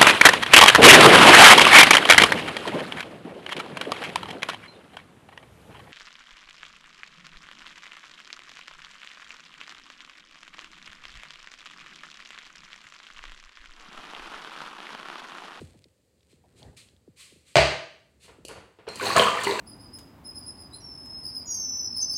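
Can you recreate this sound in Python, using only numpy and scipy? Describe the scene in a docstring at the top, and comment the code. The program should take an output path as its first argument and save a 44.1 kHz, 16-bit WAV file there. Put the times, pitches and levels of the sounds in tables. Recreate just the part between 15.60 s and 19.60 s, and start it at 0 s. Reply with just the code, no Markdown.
"""First, clothes rustle and fingers bump softly on a hand-held microphone in a small tiled bathroom.
A plastic toilet lid and seat are raised, and at about 2 s they knock against the china tank, which rings.
Near 3 s the flush button clicks and parts clunk inside the tank.
Then the valve opens, and water surges into the bowl, spraying and gurgling with ringing bubbles."""
import sys
import numpy as np
from scipy import signal
from scipy.fft import rfft, irfft
from scipy.io import wavfile

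SR = 44100
rng = np.random.default_rng(int(sys.argv[2]) if len(sys.argv) > 2 else 0)


def unload_audio(sound):
    """Save the sound as a 16-bit wav file, at the path given as the first command line argument."""
    columns = np.transpose(np.atleast_2d(sound))
    # keep every value between -1 and 1, then stretch to whole-number steps
    steps = np.round(np.clip(columns, -1, 1) * 32767)
    wavfile.write(sys.argv[1], SR, steps.astype(np.int16))


N = 176400
T = np.arange(N) / SR


def from_db(db):
    """Turn decibels into a number to multiply by."""
    return 10 ** (np.asarray(db) / 20)


def unit_power(x):
    """Scale a sound so its average power is 1."""
    return x / np.sqrt(np.mean(x ** 2) + 1e-20)


def level(rows):
    """Join (time, level) points into a volume curve."""
    return from_db(np.interp(T, *np.transpose(rows)))


def at_hz(points, hz):
    """Look up a pitch in a table, with octaves evenly spaced."""
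    pitches, values = np.transpose(points)
    return np.interp(np.log(np.maximum(hz, 1)), np.log(pitches), values)


def coloured(tone, source=None):
    """Shape noise, or a given sound, with a tone table: how strong each pitch is next to the others."""
    source = rng.standard_normal(N) if source is None else source
    hz = np.arange(N // 2 + 1) * SR / N
    bass_cut = np.minimum(hz / tone[0][0], 1) ** 2
    return unit_power(irfft(rfft(source) * from_db(at_hz(tone, hz)) * bass_cut, N))


def since(start):
    """Seconds since a moment, zero before it."""
    return np.maximum(T - start, 0)


def fade(t, t60):
    """Die away by 60 dB every t60 seconds, the fade time."""
    return np.exp(-np.minimum(np.log(1000) * t / t60, 50))


def fade_in(t, attack_s):
    """Rise smoothly from silence to full level."""
    return 1 - np.exp(-t / attack_s)


def ring(start, notes):
    """A struck object rings with several fading notes; every other wave is flipped."""
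    t = since(start)
    return sum((-1) ** k * from_db(db) * fade(t, t60) * np.sin(2 * np.pi * hz * t)
               for k, (hz, db, t60) in enumerate(notes))


def bursts(rows, tone, t60, attack_s=1e-4):
    """Each tap stirs so many close notes that it makes a short burst of noise."""
    return coloured(tone) * sum(from_db(db) * np.minimum(since(s) / attack_s, 1) * fade(since(s), t60)
                                for s, db in rows)


def grains(per_s, spread_db):
    """Random tiny clicks of uneven size."""
    happens = rng.random(N) < per_s / SR
    size = from_db(spread_db * np.minimum(rng.exponential(1, N), 4))
    return happens * size * rng.choice([-1, 1], N)


# how long the room echoes: f/Hz, fade time/s
ECHO_TIMES = [(100, .42), (500, .54), (2500, .57), (5000, .55), (8000, .47), (12000, .38), (16000, .3)]
def bathroom(gap_s=0.0036, build_s=0.006):
    """Sound bounces off the tiles and blurs into an echo; the highest pitches die first."""
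    t, hz = T[:SR], np.arange(SR // 2 + 1)
    noise, edges = rfft(rng.standard_normal(SR)), np.geomspace(30, 20000, 13)
    tail = sum(irfft(noise * (hz >= lo) * (hz < hi), SR) * fade(t, at_hz(ECHO_TIMES, np.sqrt(lo * hi)))
               for lo, hi in zip(edges, edges[1:]))
    tail *= np.clip((t - gap_s) / build_s, 0, 1)
    return tail / np.sqrt(np.sum(tail ** 2))


def in_room(x, room, echo_db):
    """A sound plus its echo."""
    return x + from_db(echo_db) * signal.fftconvolve(x, room)[:N]


def taps(rows, tone, room, t60, echo_db, attack_s=1e-4):
    """Bursts of noise, each followed by a smooth echo of the same tone."""
    echo = coloured(tone, np.pad(room, (0, N - len(room))))[:len(room)]
    burst_energy = t60 * SR / (2 * np.log(1000))
    echo *= np.sqrt(burst_energy / np.sum(echo ** 2))
    hits = np.zeros(N)
    for s, db in rows:
        hits[int(s * SR)] += from_db(db + echo_db)
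    return bursts(rows, tone, t60, attack_s) + signal.fftconvolve(hits, echo)[:N]


# tone of the quiet room: f/Hz, level/dB
AIR_TONE = [(45, -12), (70, 0), (130, -1), (250, -7), (420, -7), (520, -2), (650, -16), (1400, -24),
            (2400, -20), (3600, -22), (4600, -19), (5500, -26), (8000, -20), (10500, -28), (15500, -33)]
def still_air():
    """The air of the room makes a faint, steady hush."""
    return from_db(-70.5) * coloured(AIR_TONE)


# swishes as the arm moves: t/s, level/dB, rise time/s, fade time/s
SWISHES = [(0, -59, 0.0036, 0.6), (.68, -65, 0.035, 0.29), (0.949, -59.5, 0.041, 0.56),
           (1.165, -49.5, 0.0069, 0.4), (1.558, -49, 0.052, 0.65), (1.85, -59, 0.036, 1),
           (2.594, -54, 0.052, 0.42)]
# fine crackle of fabric: t/s, level/dB
CRINKLE = [(0, -65), (.2, -72), (.55, -104), (.6, -78), (.73, -71), (.8, -99), (.87, -72), (1.0, -80),
           (1.15, -75), (1.3, -95), (1.5, -99)]
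# tone of the fabric: f/Hz, level/dB
CLOTH_TONE = [(530, -60), (900, -26), (1080, -8), (1400, -13.5), (2310, 0), (3850, -2.5), (4130, 1.5),
              (5570, -9), (8340, -2.5), (15500, -28.5)]
def clothes():
    """Soft swishes of fabric swell and die away amid a fine crackle."""
    swell = sum(from_db(db) * np.minimum(since(s) / rise, 1) * fade(since(s + rise), fall)
                for s, db, rise, fall in SWISHES)
    swishes = swell * coloured(CLOTH_TONE)
    return swishes + level(CRINKLE) * coloured(CLOTH_TONE, grains(per_s=110, spread_db=4))


# rumble of the hand and shuffling feet: t/s, level/dB
RUMBLE_LEVEL = [(0, -48.5), (.3, -71.5), (.45, -75.5), (.78, -67.5), (.93, -60.5), (1.09, -47.5),
                (1.13, -58), (1.4, -68), (1.7, -69), (2.5, -68), (2.75, -62), (3.0, -55.5), (3.17, -77),
                (3.4, -60), (4, -79)]
# its tone: f/Hz, level/dB
RUMBLE_TONE = [(18, -46.5), (30, -22), (70, 4.5), (333, -10.5), (377, -8.5), (1030, -27), (1360, -27),
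               (2000, -25.5), (2600, -64.5), (4400, -120)]
# dry creaks of the grip: t/s, level/dB
CREAKS = [(.242, -44.5), (.607, -59), (.63, -59), (.70, -59), (.728, -57), (1.029, -39.5), (1.215, -49),
          (1.287, -47), (1.365, -61)]
# their tone: f/Hz, level/dB
CREAK_TONE = [(800, -43), (2400, -4), (3600, 7), (6000, -11), (8000, -40)]
# finger bumps: t/s, level/dB
BUMPS = [(0.015, -34.5), (.148, -49), (.255, -53.5), (.575, -66), (.729, -52), (1.332, -57), (1.477, -44),
         (1.722, -50), (1.759, -52), (2.784, -46.5), (3.364, -44)]
def handling(start_hz=534, end_hz=75, fall_s=0.01147):
    """A hand rumbles and creaks on the microphone; each finger bump is a thump that drops in pitch."""
    out = level(RUMBLE_LEVEL) * coloured(RUMBLE_TONE) + bursts(CREAKS, CREAK_TONE, t60=0.011)
    for s, db in BUMPS:
        t = since(s)
        cycles = end_hz * t + (start_hz - end_hz) * fall_s * (1 - np.exp(-t / fall_s))
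        out += from_db(db) * fade_in(t, 0.00088) * fade(t, t60=0.16) * np.sin(2 * np.pi * cycles)
    return out


# knocks of the hinge: t/s, level/dB
HINGE_KNOCKS = [(.14, -58), (.838, -56), (1.02, -50), (1.05, -49), (1.128, -62)]
# their tone: f/Hz, level/dB
HINGE_TONE = [(200, -15), (380, -4), (560, -6), (850, -4), (1300, -34), (3000, -33), (8000, -49)]
def hinge(room):
    """The hinge knocks softly as the seat is lifted."""
    return taps(HINGE_KNOCKS, HINGE_TONE, room, t60=0.11, echo_db=-14.5, attack_s=0.0022)


# button clicks: t/s, level/dB
CLICKS = [(2.8505, -34.5), (2.8835, -35), (3.287, -41.5), (3.357, -33)]
# their tone: f/Hz, level/dB
CLICK_TONE = [(300, 1), (550, 4.5), (1200, -54), (2800, 2), (3700, -13), (4500, 4), (5400, -9.5),
              (6500, -4), (10000, -4), (15000, -30)]
# dull clunks inside the tank: t/s, level/dB
CLUNKS = [(2.645, -59.5), (2.68, -48.5), (2.695, -55.5), (2.89, -39), (2.91, -44), (2.96, -42.5),
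          (3.187, -49), (3.268, -40), (3.277, -35.5)]
# their tone: f/Hz, level/dB
CLUNK_TONE = [(80, 6), (250, -5.5), (450, 7), (650, -1.5), (1000, -1.5), (1400, -4.5), (2000, -7.5),
              (3000, -9.5), (5000, -23.5), (12000, -55)]
# notes of the spring: f/Hz, level/dB, fade time/s
SPRING_NOTES = [(4060, -46, .2), (4151, -41, .45), (4290, -42, .18), (5593, -48, .12), (8446, -54, .25)]
def button(room):
    """The button clicks, the push rod and valve clunk, and the button's spring pings."""
    clicks = taps(CLICKS, CLICK_TONE, room, t60=0.026, echo_db=-2)
    clunks = taps(CLUNKS, CLUNK_TONE, room, t60=0.084, echo_db=3, attack_s=0.0011)
    return clicks + clunks + ring(start=3.286, notes=SPRING_NOTES)


def bubbles(clicks, tone, low_hz, high_hz, cycles, count=36):
    """Each click sets a bubble ringing at a random pitch, fading over the given number of cycles."""
    out, choice = 0, rng.integers(0, count, N)
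    for k, hz in enumerate(np.geomspace(low_hz, high_hz, count)):
        decay, angle = fade(hz / SR, cycles), 2 * np.pi * hz / SR
        kicks = clicks * (choice == k) + 1e-18
        # this filter turns each kick into a fading note
        ringing = signal.lfilter([0, np.sin(angle)], [1, -2 * decay * np.cos(angle), decay ** 2], kicks)
        out += hz * from_db(at_hz(tone, hz)) * ringing
    return unit_power(out)


# big air pockets: t/s, level/dB, f/Hz
GLUGS = [(3.398, -21.5, 1107), (3.421, -26, 395), (3.465, -19, 787), (3.503, -12.5, 1110), (3.561, -9, 654),
         (3.563, -5, 1220), (3.577, -1.5, 1056), (3.595, -12.5, 586), (3.620, -9, 1020), (3.634, -8, 2960),
         (3.653, -12, 1064), (3.669, -8, 1202), (3.68, -9.5, 1187), (3.772, -17, 1253), (3.79, -13.5, 1810),
         (3.852, -13.5, 2830), (3.867, -18.5, 387), (3.872, -13.5, 941), (3.891, -21.5, 853),
         (3.897, -19.5, 392), (3.916, -21.5, 444), (3.922, -33, 2070), (3.957, -20, 970),
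         (3.992, -16, 1580)]
def glugs(room, cycles=34, pitch_rise=0.07):
    """Air pockets burst in the bend of the drain, ringing briefly as their pitch rises."""
    out = np.zeros(N)
    for s, db, hz in GLUGS:
        t, life = since(s), cycles / hz
        wave = np.sin(2 * np.pi * hz * t * (1 + pitch_rise * t / life / 2))
        out += from_db(db) * fade_in(t, 0.001) * fade(t, life) * wave
    return in_room(out, room, echo_db=-5)


# flow into the bowl: t/s, relative level/dB
FLOW = [(3.25, -101), (3.3, -59), (3.38, -50), (3.42, -30.5), (3.47, -28), (3.55, -32.5), (3.57, -16),
        (3.635, -28), (3.7, -38), (3.82, -36.5), (3.89, -32.5), (3.95, -35.5), (4.0, -42.5)]
# bubbling, compared with the flow: t/s, level/dB
BUBBLING = [(3.4, -3), (3.6, -0.5), (3.75, -2), (4.0, 3.5)]
# tone of the rush and bubbles: f/Hz, level/dB
WATER_TONE = [(24, -51), (40, -31), (103, -6), (314, -9), (402, -6.5), (464, -4.5), (687, -9), (777, -12.5),
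              (1040, 0), (1250, -15), (1380, -9), (2730, -8), (3570, -17), (4380, -15), (5500, -30.5),
              (7150, -56), (12100, -120)]
# spray off the rim: t/s, level/dB
SPRAY_LEVEL = [(3.27, -76), (3.3, -58.5), (3.4, -47), (3.46, -33), (3.55, -42), (3.58, -33), (3.64, -36),
               (3.74, -50), (3.82, -42.5), (3.85, -51), (3.88, -39), (4.0, -52)]
# sharp splashes on the china: t/s, level/dB
SPLASHES = [(3.533, -37), (3.564, -19), (3.581, -22.5), (3.835, -26), (3.845, -31), (3.897, -42),
            (3.994, -29)]
# tone of the spray and splashes: f/Hz, level/dB
SPRAY_TONE = [(2500, -17.5), (4400, 9), (5300, -8.5), (6700, 0.5), (8600, 0), (11000, -12.5),
              (15500, -17.5)]
def flush(room, valve_opens_s=3.27):
    """Countless drops blend into a rush, bubbles gurgle, and spray fizzes and splashes above them."""
    running = T >= valve_opens_s
    gurgle = bubbles(grains(per_s=190, spread_db=3.5), WATER_TONE, low_hz=349, high_hz=4530, cycles=45)
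    rush = from_db(-2.5) * coloured(WATER_TONE, grains(per_s=2000, spread_db=3))
    fizz = bubbles(grains(per_s=1500, spread_db=2), SPRAY_TONE, low_hz=3860, high_hz=15800, cycles=59)
    bowl = in_room(running * level(FLOW) * (rush + level(BUBBLING) * gurgle), room, echo_db=-4)
    spray = in_room(running * level(SPRAY_LEVEL) * fizz, room, echo_db=-3.5)
    splashes = taps(SPLASHES, SPRAY_TONE, room, t60=0.05, echo_db=-6.5, attack_s=0.00033)
    return bowl + spray + splashes


# long notes of the tank and room: f/Hz, relative level/dB
TANK_NOTES = [(109, -27), (138, -19.5), (178, -30.5), (388, -27.5), (414, -38.5), (598, -18.5), (641, -17),
              (668, -19.5), (1209, -28.5), (1493, -29), (1875, -28), (2297, -36), (2650, -34),
              (3284, -42.5), (3499, -34.5), (4748, -29.5)]
def tank(struck_s, boom_hz=69, boom_rise_s=0.03):
    """The struck tank rings as long as the room echoes; the wall behind it booms a moment later."""
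    ringing = ring(struck_s, [(hz, db - 1, at_hz(ECHO_TIMES, hz)) for hz, db in TANK_NOTES])
    t = since(struck_s + 0.02)
    swell = t / boom_rise_s * np.exp(1 - t / boom_rise_s)
    return ringing + from_db(-26) * swell * np.sin(2 * np.pi * boom_hz * t)


# blows on the tank: t/s, thud level/dB, crack level/dB
KNOCKS = [(1.9559, -3.5, -8.5), (1.968, -24.5, -7.5), (1.9852, -1, -25.5), (2.007, -30, -22),
          (2.0275, -8, -41), (2.072, -19.5, -24.5)]
# notes of the plastic: f/Hz, relative level/dB, fade time/s
LID_NOTES = [(340.4, -20, 0.05), (628.6, 0, 0.041), (898, -10, .025), (2303, -8.5, 0.015),
             (3980, -18.5, 0.0063)]
# tone of the crack: f/Hz, level/dB
CRACK_TONE = [(120, -9.5), (240, -10.5), (340, 0), (480, 1), (640, 4), (850, -1.5), (1200, -2), (1400, -6),
              (1600, 0.5), (2300, 0.5), (3100, -2), (3650, -9), (4000, -3), (4650, -5.5), (5300, -13.5),
              (8300, -17), (11000, -34), (15500, -46.5)]
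def lid(room):
    """Lid and seat hit the tank and bounce; each blow is a plastic thud with a sharp crack."""
    thuds = sum(from_db(db) * fade_in(since(s), 0.00098) * ring(s, LID_NOTES) for s, db, _ in KNOCKS)
    cracks = taps([(s, db) for s, _, db in KNOCKS], CRACK_TONE, room, t60=0.022, echo_db=4)
    return in_room(thuds, room, echo_db=-14.5) + cracks + tank(struck_s=KNOCKS[0][0])


def scene():
    """Add up all the sounds in the bathroom, in one channel."""
    room = bathroom()
    toilet = hinge(room) + lid(room) + button(room) + flush(room) + glugs(room)
    return (toilet + handling() + clothes() + still_air())[None]


def record(dry, low_cut_hz=48, high_cut_hz=15800):
    """The microphone drops the deep bass, rounds off loud peaks and cuts the highest treble."""
    bass_cut = signal.butter(4, low_cut_hz, "high", fs=SR, output="sos")
    treble_cut = signal.ellip(12, .1, 80, high_cut_hz, fs=SR, output="sos")
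    rounded = np.tanh(signal.sosfilt(bass_cut, dry))
    return signal.sosfilt(treble_cut, rounded)


dry = scene()
out = record(dry)
unload_audio(out)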